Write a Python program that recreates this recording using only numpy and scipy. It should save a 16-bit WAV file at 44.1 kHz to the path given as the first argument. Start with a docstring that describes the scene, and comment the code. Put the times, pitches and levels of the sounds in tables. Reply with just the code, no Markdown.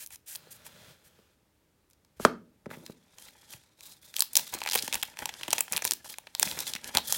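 """First come crisp snaps and slides of sleeved trading cards, on a wooden desk close to the microphone, small room.
A soft, airy swish runs along the stack, it is knocked down on the desk, and a second one is dragged over the wood.
Its thin plastic bag is then pulled open and off: creases snap through one by one over a fine rustle.
Shaped random slips make the friction, short forces through filters the snaps, and desk resonances the blows.
Behind it all lie the room's short tail and its quiet air."""
import sys
import numpy as np
from scipy import signal
from scipy.fft import rfft, irfft, next_fast_len
from scipy.io import wavfile

SR = 44100
rng = np.random.default_rng(int(sys.argv[2]) if len(sys.argv) > 2 else 0)


def unload_wav(signal):
    """Save mono or channel-first audio to the path in sys.argv[1] as 16-bit WAV at rate SR, clipped to [-1, 1]."""
    wavfile.write(
        sys.argv[1],
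        SR,
        np.round(np.clip(np.atleast_2d(signal).T, -1, 1) * 32767).astype(np.int16),
    )


N = 316228
TIME = np.arange(N) / SR
TAPS = 2048  # length of the filters, samples
BINS = np.fft.rfftfreq(TAPS, 1 / SR)  # Hz
EDGE_HZ = 16500  # upper band limit at the microphone


def amp(db):
    """Turns decibels into a linear gain."""
    return 10 ** (np.asarray(db) / 20)


def unit(x):
    """Scales to an rms of one."""
    return x / np.sqrt(np.mean(x ** 2) + 1e-20)


def burst(x, seconds):
    """Scales a short sound to the energy of a unit level held for so long."""
    return x * np.sqrt(seconds * SR / (np.sum(x ** 2) + 1e-20))


def read(points, hz):
    """Joins points by straight lines on a log-frequency axis."""
    f, value = np.transpose(points)
    return np.interp(np.log(hz + 1), np.log(f + 1), value)


def level(times, db):
    """A gain curve in dB over time, at -120 dB outside its span."""
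    return amp(np.interp(TIME, times, db, left=-120, right=-120))


def add(mix, s, sound):
    """Lays a short sound into the mix from s seconds on."""
    part = mix[max(round(s * SR), 0):][:len(sound)]
    part += sound[:len(part)]


def causal(db):
    """The sharpest (minimum-phase) impulse response that has this spectrum."""
    log_gain = np.log(amp(np.r_[db, db[-2:0:-1]]) + 1e-5)
    return np.fft.ifft(np.exp(np.conj(signal.hilbert(log_gain)))).real


def colour(x, points):
    """Gives x a spectrum and an rms of one."""
    return unit(signal.oaconvolve(x, causal(read(points, BINS)))[:N])


def grains(per_s, spread_db, hiss):
    """Tiny slips of uneven size, at random moments, over a smooth hiss."""
    size = amp(spread_db * np.minimum(rng.exponential(1, N), 4))
    slips = size * rng.choice([-1, 1], N) * (rng.random(N) < per_s / SR)
    return unit(slips) + hiss * rng.standard_normal(N)


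def stroke(start, length, attack_s, release_s):
    """Gain of one sliding movement: it speeds up, holds, and dies away as the fingers let go."""
    age = TIME - start
    return np.clip(age / attack_s, 0, 1) * np.exp(-np.maximum(age - length, 0) / release_s)


def crisp(force, evenness):
    """Evens out the spectrum of a short force, so that chance pitches stand out less."""
    z = rfft(force, 2 * len(force))
    size = abs(z) + .1 * np.mean(abs(z))
    return irfft(z / size ** np.clip(evenness, 0, 1))[:len(force)]


def bending(x, cycles, lowest_hz=120):
    """Bending waves run slower the lower they are, so the low pitches arrive later than the high ones."""
    size = next_fast_len(len(x) + SR // 2)
    lag = cycles * np.log1p(np.fft.rfftfreq(size, 1 / SR) / lowest_hz)
    return irfft(rfft(x, size) * np.exp(-2j * np.pi * lag), size)[:len(x)]


def patch(hz, below_db=13, above_db=7, peak_db=4):
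    """Spectrum in dB of a patch of film: it rings at its own pitch and radiates poorly below it."""
    octaves = np.log2((BINS + 30) / hz)
    slopes = below_db * np.minimum(octaves, 0) - above_db * np.maximum(octaves, 0)
    return slopes + peak_db * np.exp(-(2 * octaves) ** 2)


# creases of a sleeve or the bag snapping through, close to the microphone:
# t/s, level/dB of the crack over 3 ms, f/Hz of the patch of film,
# push on the whole sheet/dB against that level, decay time of the crack/s
CREASE_SNAPS = [(0.0622, -38, 7500, -28, 0.0021), (0.0729, -43, 9100, -20, 0.001),
                (0.1053, -48, 8600, -1, 0.0044), (0.1579, -43.5, 6200, -15, 0.0017),
                (0.3508, -36.5, 9000, -11.5, 0.0013), (0.3565, -33.5, 4550, -18, 0.0024),
                (0.362, -36, 12500, -25, 0.00083), (0.6651, -42, 10700, -5, 0.0027),
                (1.9009, -60, 11900, -13, 0.00067), (1.9092, -60, 5900, -15, 0.0038),
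                (1.9326, -59.5, 4900, -20, 0.0027), (2.0485, -62.5, 5600, -1.5, 0.0013),
                (2.8634, -40, 4600, -10, 0.0015), (3.1841, -45.5, 5550, -3, 0.0026),
                (3.2847, -47, 2000, -26.5, 0.0018), (3.5351, -44, 6500, 0.5, 0.0028),
                (3.8076, -45.5, 5000, -14, 0.00068), (4.1408, -40, 3200, -11, 0.00063),
                (4.1655, -24, 4700, -32, 0.00033), (4.1856, -36, 5900, -3, 0.00095),
                (4.1944, -24.0, 7640, -15, 0.0003), (4.2061, -14.5, 7500, -33, 0.00024),
                (4.2218, -18, 5760, -16, 0.00093), (4.3325, -33, 9300, -35, 0.0038),
                (4.3548, -15.5, 7100, -20, 0.0007), (4.3679, -12.5, 7860, -30, 0.00064),
                (4.3722, -13.5, 6200, -18, 0.00033), (4.3945, -31, 5400, -5, 0.0016),
                (4.5392, -28, 6400, -14, 0.0011), (4.5466, -32, 6700, -9, 0.0042),
                (4.5878, -40, 6200, -7, 0.0016), (4.6047, -42, 5100, -4, 0.00058),
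                (4.617, -36.5, 4060, 7, 0.00068), (4.6323, -42.5, 4200, 3, 0.0019),
                (4.637, -33, 4900, -18, 0.0006), (4.651, -42.5, 2800, 2, 0.0004),
                (4.6616, -35.5, 6700, 7.5, 0.0009), (4.6714, -43, 3900, -28, 0.0004),
                (4.6737, -25.5, 2000, -16, 0.0043), (4.6871, -40, 2000, 2, 0.00051),
                (4.6893, -29, 3400, -6, 0.00093), (4.6987, -30, 4260, -29, 0.0004),
                (4.7119, -26, 3740, -17, 0.0027), (4.7207, -27, 4000, -12, 0.0014),
                (4.733, -23.5, 5600, -7, 0.0027), (4.741, -30, 4000, -26, 0.00092),
                (4.7431, -25.5, 9400, -7, 0.00034), (4.7517, -23.5, 6400, -15, 0.00026),
                (4.7536, -18.5, 11900, -5.5, 0.0042), (4.7564, -26, 6450, 1.5, 0.0028),
                (4.777, -29, 3700, -24, 0.0005), (4.7834, -30, 5100, -10, 0.0017),
                (4.7891, -25.5, 4020, -26, 0.00066), (4.794, -29, 4200, -21, 0.0011),
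                (4.8242, -27.0, 4930, -32, 0.0019), (4.8454, -47, 5100, -21, 0.0013),
                (4.8783, -30.5, 6100, -0.5, 0.0021), (4.9267, -24, 3630, -35, 0.0011),
                (4.9351, -34.5, 7500, 1.5, 0.0028), (4.9435, -24, 5850, -9, 0.00079),
                (4.9542, -25.5, 11200, -4, 0.002), (5.0278, -24.5, 3900, -12, 0.0008),
                (5.0316, -28.5, 8900, 2, 0.0015), (5.1714, -42, 2100, -2, 0.00046),
                (5.1896, -33.0, 5130, -4, 0.0011), (5.2567, -25.5, 5900, -5.5, 0.0011),
                (5.291, -32.5, 2000, -0.5, 0.0037), (5.3398, -39.0, 2500, -10, 0.00083),
                (5.4115, -51, 2400, 12, 0.00085), (5.4326, -29.5, 2830, -10, 0.0027),
                (5.4579, -64, 4900, -2, 0.0014), (5.4808, -35, 7600, 5.5, 0.0034),
                (5.5059, -27.5, 5570, -14, 0.00072), (5.5131, -31.5, 3100, -15, 0.0014),
                (5.5295, -16, 6900, -3.5, 0.0026), (5.582, -25, 5400, -3.5, 0.0017),
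                (5.5899, -31, 10400, -5, 0.0014), (5.6069, -16.5, 9900, -10, 0.0016),
                (5.6804, -51.5, 5640, 11, 0.0019), (5.7234, -22.5, 8150, -28, 0.00079),
                (5.7302, -30.5, 5100, -1.5, 0.0019), (5.7344, -28, 6500, -5.5, 0.002),
                (5.7482, -44, 2500, -14, 0.0016), (5.7644, -23.5, 3700, -22, 0.00045),
                (5.7699, -24, 8900, -6, 0.0016), (5.7768, -29, 6750, 1.5, 0.0014),
                (5.7911, -51, 5100, 11, 0.00074), (5.8215, -30.5, 5740, -0.5, 0.0028),
                (5.845, -29, 6800, -30, 0.0008), (5.8513, -19.5, 7200, -10.5, 0.00045),
                (5.8706, -30, 5900, -25, 0.00077), (5.8756, -25.5, 4740, -16, 0.0024),
                (5.91, -18.5, 6200, -16.5, 0.00034), (5.919, -24, 5900, -11.5, 0.0016),
                (5.935, -25.5, 8600, -20, 0.0009), (6.1395, -40, 2000, -28, 0.0019),
                (6.1846, -35.5, 6380, -2, 0.0005), (6.2703, -50, 2390, 9, 0.0027),
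                (6.3506, -27.5, 3780, -11, 0.00047), (6.3974, -18, 9640, -15.5, 0.00039),
                (6.4286, -15, 4760, -7, 0.0014), (6.4748, -39, 2680, 6.5, 0.0011),
                (6.5131, -29, 4000, -23, 0.0012), (6.5898, -28, 5500, -19, 0.001),
                (6.6037, -26, 5950, -29, 0.0027), (6.6685, -34, 3280, -13, 0.0014),
                (6.7361, -27.5, 3900, -18, 0.00075), (6.7517, -31.5, 3900, -7, 0.0018),
                (6.7607, -31.5, 2120, -28, 0.0041), (6.8437, -35, 3520, -10, 0.00064),
                (6.9505, -22.0, 6500, -8.5, 0.00044), (6.9713, -13.5, 4350, -16.5, 0.0014),
                (6.9832, -28.5, 6200, 2, 0.00095), (7.1247, -17, 6850, -22, 0.00042)]
# colour of the whole sheet when pushed: f/Hz, relative level/dB per Hz
SHEET_COLOUR = [(100, -28.5), (400, -9.5), (700, -3.5), (920, 3.5), (1300, -5.5), (2000, -3), (2750, 2.5),
                (3400, -6), (8000, -24)]
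# a weak shiver dying away after the snap: level against the crack, decay time
SHIVER_DB, SHIVER_S = -22, .003
# the facet beside each crease rings at a pitch scattered about FACET_HZ
FACET_HZ, FACET_OCTAVES, FACET_DB, FACET_Q = 3000, .7, 6, 5


def snaps(rows, onset_db=-26, onset_s=0.0007, jump=2.08, evenness=0.22, lag_cycles=.6,
          ring_db=0.5, ring_hz=3400, ring_width_hz=1800):
    """A crease snaps through within milliseconds, its onset swelling very briefly; film and sheet radiate it."""
    out = np.zeros(N)
    t = np.arange(-128, 512) / SR  # the snap is at zero
    chances = rng.standard_normal((len(rows), len(t)))
    for (s, db, hz, push_db, decay_s), chance in zip(rows, chances):
        onset = amp(onset_db) * np.exp(-abs(t) / onset_s)
        decay = np.exp(-abs(t) / max(decay_s, 1 / SR))
        shiver = amp(SHIVER_DB) * np.exp(-abs(t) / SHIVER_S)
        envelope = np.where(t < 0, onset, decay + shiver)
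        force = crisp(chance * envelope + jump * (t == 0), evenness)
        # the free span of film differs each time
        shifted = BINS * 2 ** (.1 * chance[0])
        bag_ring = ring_db / (1 + (2 * (shifted - ring_hz) / ring_width_hz) ** 2)
        facet_hz = FACET_HZ * 2 ** (FACET_OCTAVES * chance[1])
        facet_ring = FACET_DB / (1 + (2 * FACET_Q * (BINS / facet_hz - 1)) ** 2)
        film_db = patch(hz, below_db=11.5, above_db=7.5, peak_db=-1)
        crack = unit(amp(film_db + bag_ring + facet_ring))
        push = amp(push_db) * unit(amp(read(SHEET_COLOUR, shifted)))
        power = crack ** 2 + push ** 2
        sound = signal.fftconvolve(force, causal(10 * np.log10(power)))
        add(out, s + t[0], amp(db) * burst(sound, .003 * power.mean()))
    return bending(out, lag_cycles)


# how hard the bag is handled between the rubs: t/s, relative rustle level/dB
BAG_HANDLING = [(2.92, -72), (3.13, -66), (3.2, -76), (3.42, -58), (3.63, -65), (3.861, -84), (4.01, -70),
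                (4.2, -75), (4.331, -56.5), (4.82, -48.5), (4.96, -47.5), (5.24, -59.5), (5.39, -47),
                (5.761, -59.5), (6.19, -66), (6.388, -62), (6.51, -51), (6.56, -59.5), (6.86, -52.5),
                (7.17, -61)]
# small creases: highest rate, loudest level against the handling and the range below it
SMALL_PER_S, SMALL_DB, SMALL_RANGE_DB = 8.7, 7.5, 8
# their lowest pitch and its spread upwards, push on the sheet and decay time
SMALL_HZ, SMALL_OCTAVES, SMALL_PUSH_DB, SMALL_DECAY_S = 3000, 1.8, -8, .0006
# from this handling level up they come at the full rate
SMALL_BUSY_DB = -49


def small_snaps(count=300):
    """Rows for creases that give way by chance: harder handling makes them louder and more frequent."""
    s, db = np.transpose(BAG_HANDLING)
    wait, size, pitch, luck = rng.random((count, 4)).T
    times = s[0] + np.cumsum(-np.log(1 - wait)) / SMALL_PER_S
    effort_db = np.interp(times, s, db)
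    snap_db = effort_db + SMALL_DB - SMALL_RANGE_DB * size
    snap_hz = SMALL_HZ * 2 ** (SMALL_OCTAVES * pitch)
    rows = np.c_[times, snap_db, snap_hz, np.full((count, 2), [SMALL_PUSH_DB, SMALL_DECAY_S])]
    happens = (times < s[-1]) & (luck < amp(effort_db - SMALL_BUSY_DB))
    return list(rows[happens])


# the film catches and lets go: level points per second, and their spread
CLUMPS_PER_S, CLUMP_DB = 130, 3.7


def clumps():
    """The rustle comes in clumps: a quick random flutter of level with an rms of one."""
    knots = np.arange(0, TIME[-1] + 1, 1 / CLUMPS_PER_S)
    return unit(amp(CLUMP_DB * np.interp(TIME, knots, rng.standard_normal(len(knots)))))


# a finger rubbing over the bag: start t/s, length/s, relative friction level/dB,
# relative sounding of the stack inside/dB against that friction
BAG_RUBS = [(2.69, 0.051, -58.5, 5.5), (2.75, 0.16, -65.5, -1.5), (3.139, 0.15, -59.5, -3),
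            (3.489, 0.052, -54.5, -12), (3.766, 0.17, -57.5, -8.5), (4.007, 0.1, -60.5, -9),
            (4.131, 0.085, -48, -14), (4.358, 0.028, -36.5, -10), (4.403, 0.12, -56, -20),
            (4.519, 0.028, -47, 2.5), (4.729, 0.045, -41, -12), (4.816, 0.029, -46.5, -26),
            (4.927, 0.009, -44.5, 1.5), (5.179, 0.055, -53, 2), (5.494, 0.087, -51, -2.5),
            (5.702, 0.043, -48.5, 3.5), (5.834, 0.031, -43, -5), (6.043, 0.0062, -50, -1),
            (6.086, 0.017, -47.5, -5), (6.369, 0.16, -44, -3.5), (6.543, 0.087, -44.5, -2),
            (6.65, 0.049, -44, -11.5), (6.831, 0.06, -53.5, 1), (6.935, 0.039, -44, 6),
            (7.032, 0.23, -36, -14)]
# a rub swells over this share of its length, holds, then dies away
RUB_ATTACK_SHARE, RUB_RELEASE_S = 0.55, 0.02
# colour of the rustling film: f/Hz, relative level/dB per Hz
FILM_COLOUR = [(300, -53.5), (1200, 1), (2400, -15.5), (3700, -2), (5200, 0), (7500, -2), (10500, -4.5),
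               (13000, -11.5), (16000, -24.5)]
# colour of the stack inside the bag: f/Hz, relative level/dB per Hz
STACK_COLOUR = [(30, -5), (60, -3), (110, -1.5), (200, 2), (450, -6), (720, -1.5), (1150, 1.5), (1600, -1),
                (2600, -5), (4500, -22.5), (12000, -60.5)]
WRINKLE_SPREAD_DB = 9  # unevenness of the wrinkle pops


def bag(rub_db=3.5, stack_db=1, crackle_db=-3, held_stack_db=-6, held_hz=7000):
    """Film sticks, slips and pops in tiny wrinkles, duller when merely held, and sounds through the stack."""
    held = level(*np.transpose(BAG_HANDLING))
    friction = 0
    body = amp(held_stack_db) * held
    for s, length, db, body_db in BAG_RUBS:
        rub = amp(db) * stroke(s, length, RUB_ATTACK_SHARE * length, RUB_RELEASE_S)
        friction = friction + amp(rub_db) * rub
        body = body + amp(body_db + stack_db) * rub
    slips = grains(per_s=3000, spread_db=-1.5, hiss=1.0)
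    wrinkles = np.zeros(N)
    for hz in np.geomspace(1800, 12000, 8):
        pops = grains(per_s=600, spread_db=WRINKLE_SPREAD_DB, hiss=0)
        wrinkles += signal.oaconvolve(pops, causal(patch(hz, peak_db=-7.0)))[:N]
    film = unit(colour(slips, FILM_COLOUR) + amp(crackle_db) * unit(wrinkles)) * clumps()
    dull = signal.lfilter(*signal.butter(1, min(held_hz, EDGE_HZ), fs=SR), film)
    inside = colour(slips, STACK_COLOUR) * clumps()
    return friction * film + held * dull + body * inside


# resonances of the bag and the hands around it: f/Hz, width/Hz, relative boost/dB
BAG_RESONANCES = [(540, 210, 9), (942, 86, 9), (2000, 140, 9.5), (2447, 290, 5), (3470, 310, 11),
                  (13990, 8400, 7.5)]
# as the bag is flexed its resonances drift by about this much, this often
DRIFT_OCTAVES, DRIFT_PER_S = .16, 14


def cupped(x, overall_db=-2):
    """The bag and the hands around it lend the rustle their resonances, which drift as the bag is flexed."""
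    hz, t, z = signal.stft(x, SR, nperseg=256)
    knots = np.arange(0, t[-1] + 1, 1 / DRIFT_PER_S)
    drift = DRIFT_OCTAVES * np.interp(t, knots, rng.standard_normal(len(knots)))
    shifted = hz[:, None] * 2 ** drift
    gain_db = sum(db / (1 + (2 * (shifted - centre) / width) ** 2) for centre, width, db in BAG_RESONANCES)
    return signal.istft(z * amp(gain_db + overall_db), SR, nperseg=256)[1][:N]


# sleeved cards sliding over each other near the microphone:
# start t/s, length/s, friction level/dB, tilt towards the treble/dB per octave
CARD_SLIDES = [(-0.01, .05, -43.5, 1), (0.11, 0.039, -47.5, 0), (0.258, 0.084, -44, 1.5),
               (0.504, 0.026, -46.5, 1.5), (0.532, 0.034, -56, 1), (0.644, 0.034, -49.5, -1),
               (1.036, 0.046, -60.5, -0.5), (2.161, 0.025, -63.5, -3.5), (2.191, 0.07, -44.5, -2)]
# colour of the sleeves before the tilt: f/Hz, relative level/dB per Hz
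SLEEVE_COLOUR = [(30, -10), (55, 1), (110, -8.5), (300, -16), (620, -11), (1200, -11), (1600, -6),
                 (3300, -5.5), (4400, -6.5), (9000, -2), (13300, -4), (16000, -9.5)]
# a slide swells over, and later dies away by, these shares of its length
SLIDE_ATTACK_SHARE, SLIDE_RELEASE_SHARE = 0.37, 0.13


def cards():
    """Smooth sleeves hiss as they slide; a longer stroke starts and dies away more gently."""
    slips = grains(per_s=3300, spread_db=3, hiss=1.1)
    out = np.zeros(N)
    for s, length, db, tilt in CARD_SLIDES:
        hiss = colour(slips, [(hz, gain + tilt * np.log2(hz)) for hz, gain in SLEEVE_COLOUR])
        movement = stroke(s, length, SLIDE_ATTACK_SHARE * length, SLIDE_RELEASE_SHARE * length)
        out += amp(db) * movement * hiss
    return out


# the soft swish along the stack: t/s, relative level/dB
SWISH_LEVEL = [(0.361, -61), (0.6, -59.5), (0.8, -56), (0.91, -55), (0.98, -67), (1.2, -67.5), (1.35, -74)]
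# colour of the swish: f/Hz, relative level/dB per Hz
SWISH_COLOUR = [(50, -17), (150, -3.5), (330, -15.5), (550, -8.5), (900, -17.5), (1350, -12.5), (2600, -18),
                (3500, -17), (5000, -19.5), (11800, -25), (16000, -26)]


def swish(ring_db=4, ring_hz=3900, sink_hz_per_s=1500, ring_width_hz=500):
    """A soft, airy swish of coloured random grains, with a faint ring that sinks in pitch."""
    brushing = colour(grains(per_s=6600, spread_db=3.5, hiss=0.77), SWISH_COLOUR)
    hz, t, z = signal.stft(brushing, SR, nperseg=512)
    # the sinking ring is at ring_hz at the time of the second level point
    centre = ring_hz - sink_hz_per_s * (t - SWISH_LEVEL[1][0])
    ring = ring_db / (1 + (2 * (hz[:, None] - centre) / ring_width_hz) ** 2)
    ringing = signal.istft(z * amp(ring), SR, nperseg=512)[1][:N]
    return level(*np.transpose(SWISH_LEVEL)) * ringing


# resonances of the desk top with the stack on it: f/Hz, width/Hz, relative level/dB
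DESK_RESONANCES = [(118, 10, -23.5), (183, 40, -7.5), (236, 31, -2.5), (334, 60, -7), (430, 60, 1),
                   (555, 80, -2), (650, 79, -4), (880, 78, -5.5), (970, 110, -9.5), (1170, 67, -1.5),
                   (1260, 300, 0), (1370, 120, -4), (1530, 80, -13.5), (1760, 220, -16), (2260, 490, -12),
                   (2820, 150, -11.5)]


def desk(corner_hz, lowest_hz=170):
    """Impulse response of the desk to a blow; a soft blow reaches only its low modes."""
    power = sum(amp(db) ** 2 / (1 + (2 * (BINS - hz) / width) ** 2) for hz, width, db in DESK_RESONANCES)
    radiation = 1 / (1 + (lowest_hz / (BINS + 1)) ** 4)  # weak in the deep bass
    blow = 1 / (1 + (BINS / corner_hz) ** 2) ** 2
    return causal(10 * np.log10(power * radiation * blow / power.max()))


# stacks and fingers knocking the desk:
# t/s, level/dB of the desk's ring over 10 ms, hardness as the corner of the blow f/Hz
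DESK_KNOCKS = [(1.188, -58.5, 400), (2.1978, -33.5, 320), (2.2498, -10.5, 2604), (2.6585, -46.5, 2490),
               (2.663, -36.5, 150), (2.709, -53, 1500), (2.77, -48, 150), (2.824, -60, 295)]
# colour of a card edge striking: f/Hz, relative level/dB per Hz
CLACK_COLOUR = [(100, -26.5), (600, -14), (1500, -16), (3000, 8), (5000, 4.5), (9000, 0.5), (16000, -16.5)]


def bumps(clack_db=-12, clack_s=0.0023, chatter_db=-9, chatter_s=0.0072, evenness=.8, lag_cycles=1.4):
    """Blows ring the desk; the cards of the stack chatter after them, and hard edges clack."""
    out = np.zeros(N)
    t = np.arange(TAPS) / SR
    chances = rng.standard_normal((len(DESK_KNOCKS), 2, TAPS))
    for (s, db, hz), (chatter_noise, clack_noise) in zip(DESK_KNOCKS, chances):
        chatter = crisp(chatter_noise * np.exp(-t / chatter_s), evenness)
        force = (t == 0) + amp(chatter_db) * chatter / np.linalg.norm(chatter)
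        ring = burst(signal.fftconvolve(force, desk(hz)), .01)
        edge = crisp(clack_noise * np.exp(-t / clack_s), evenness)
        clack = burst(signal.fftconvolve(edge, causal(read(CLACK_COLOUR, BINS))), .01)
        clack_gain = amp(clack_db) * hz / (hz + 1000)  # harder blows clack more
        add(out, s, amp(db) * (ring + clack_gain * clack))
    return bending(out, lag_cycles)


# fingers and edges thudding on a stack: t/s, level/dB over 10 ms, f/Hz
STACK_THUDS = [(0.47, -54.5, 480), (2.659, -54, 2050), (2.704, -52, 1700), (2.712, -44, 1360),
               (2.717, -60, 1890), (3.542, -53.5, 150), (4.548, -39.5, 364), (4.755, -31.5, 520),
               (4.833, -43.5, 310), (4.881, -44.5, 330), (5.483, -39, 345), (6.058, -49, 910),
               (5.919, -44.5, 385), (6.412, -46, 430), (6.429, -47, 464), (6.464, -41.5, 230),
               (6.749, -46.5, 256.5), (6.972, -29, 880), (7.124, -36.5, 890)]


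def thuds(lag_cycles=1.2):
    """A finger landing on a stack gives a dull, well damped note that falls in pitch."""
    out = np.zeros(N)
    for s, db, hz in STACK_THUDS:
        note = burst(causal(patch(hz, below_db=9, above_db=11, peak_db=5)), .01)
        add(out, s, amp(db) * note)
    return bending(out, lag_cycles)


# the second stack scraping over the desk: t/s, level/dB
DESK_DRAG = [(2.661, -59), (2.74, -53), (2.80, -55), (2.84, -52), (2.87, -69.5), (2.9, -50), (2.93, -76)]


def drag(corner_hz=170):
    """The stack judders over the wood and keeps the desk's low modes ringing."""
    judder = grains(per_s=60, spread_db=5.0, hiss=1.0)
    ringing = unit(signal.oaconvolve(judder, desk(corner_hz))[:N])
    return level(*np.transpose(DESK_DRAG)) * ringing


# the small room's tail: f/Hz, t60/s, relative strength/dB
ROOM_BANDS = [(150, 0.68, 1.5), (400, 0.25, 1), (1200, 0.27, -3), (3500, 0.25, 0.5), (8960, 0.23, -6.5),
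              (15650, 0.14, 9)]


def room(x, wet_db=-14, near_db=-16, near_s=0.0012, rise_s=0.01):
    """Quick reflections from desk and hands, then the short tail of the room, its bands fading separately."""
    t = np.arange(SR // 2) / SR
    near, late = rng.standard_normal((2, len(t)))
    # sparse reflections, none sooner than 1.2 ms
    near = near * (rng.random(len(t)) < .1) * (t > .0012) * np.exp(-t / near_s)
    hz, age, z = signal.stft(late, SR, nperseg=256)
    bands = np.array(ROOM_BANDS)
    strength_db = read(bands[:, ::2], hz)[:, None]
    t60 = read(bands[:, :2], hz)[:, None]
    fade_db = strength_db - 60 * age / t60
    tail = signal.istft(z * amp(fade_db), SR, nperseg=256)[1][:len(t)]
    tail = tail * (1 - np.exp(-(t / rise_s) ** 2))
    echo = amp(wet_db) * tail / np.linalg.norm(tail) + amp(near_db) * near / np.linalg.norm(near)
    return x + signal.fftconvolve(x, echo)[:N]


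# colour of the quiet air: f/Hz, relative level/dB per Hz
AIR_COLOUR = [(12, -45), (20, -20), (68, -8), (277, -14), (310, -10.5), (357, -15.5), (1440, -26),
              (5530, -32.5), (16000, -35.5)]


def quiet_air(air_db=-70):
    """The steady background: noise given the colour of the room's air."""
    return amp(air_db) * colour(rng.standard_normal(N), AIR_COLOUR)


def scene():
    """The handling in the room, over its quiet air."""
    film = cupped(bag()) + snaps(list(CREASE_SNAPS) + small_snaps())
    stacks = cards() + swish() + bumps() + thuds() + drag()
    return (room(film + stacks) + quiet_air())[None]


# bands that cancel at the microphone: f/Hz, width/Hz
CANCELLED_BANDS = [(292, 18), (708, 59), (1065, 47)]
NULL_LEAK = .3  # share of them that is left
LOWEST_HZ = 36.4  # the microphone sheds the bass below


def record(dry):
    """Sheds deep bass, thins bands that reflections cancel, clips peaks at full scale, then limits the band."""
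    heard = signal.lfilter(*signal.butter(2, LOWEST_HZ, "high", fs=SR), dry)
    for hz, width in CANCELLED_BANDS:
        notched = signal.lfilter(*signal.iirnotch(hz, hz / width, fs=SR), heard)
        heard = NULL_LEAK * heard + (1 - NULL_LEAK) * notched
    band_limit = signal.firwin(255, EDGE_HZ, window=("kaiser", 9), fs=SR)
    return signal.oaconvolve(np.clip(heard, -1, 1), band_limit[None], "same")


dry = scene()
out = record(dry)
unload_wav(out)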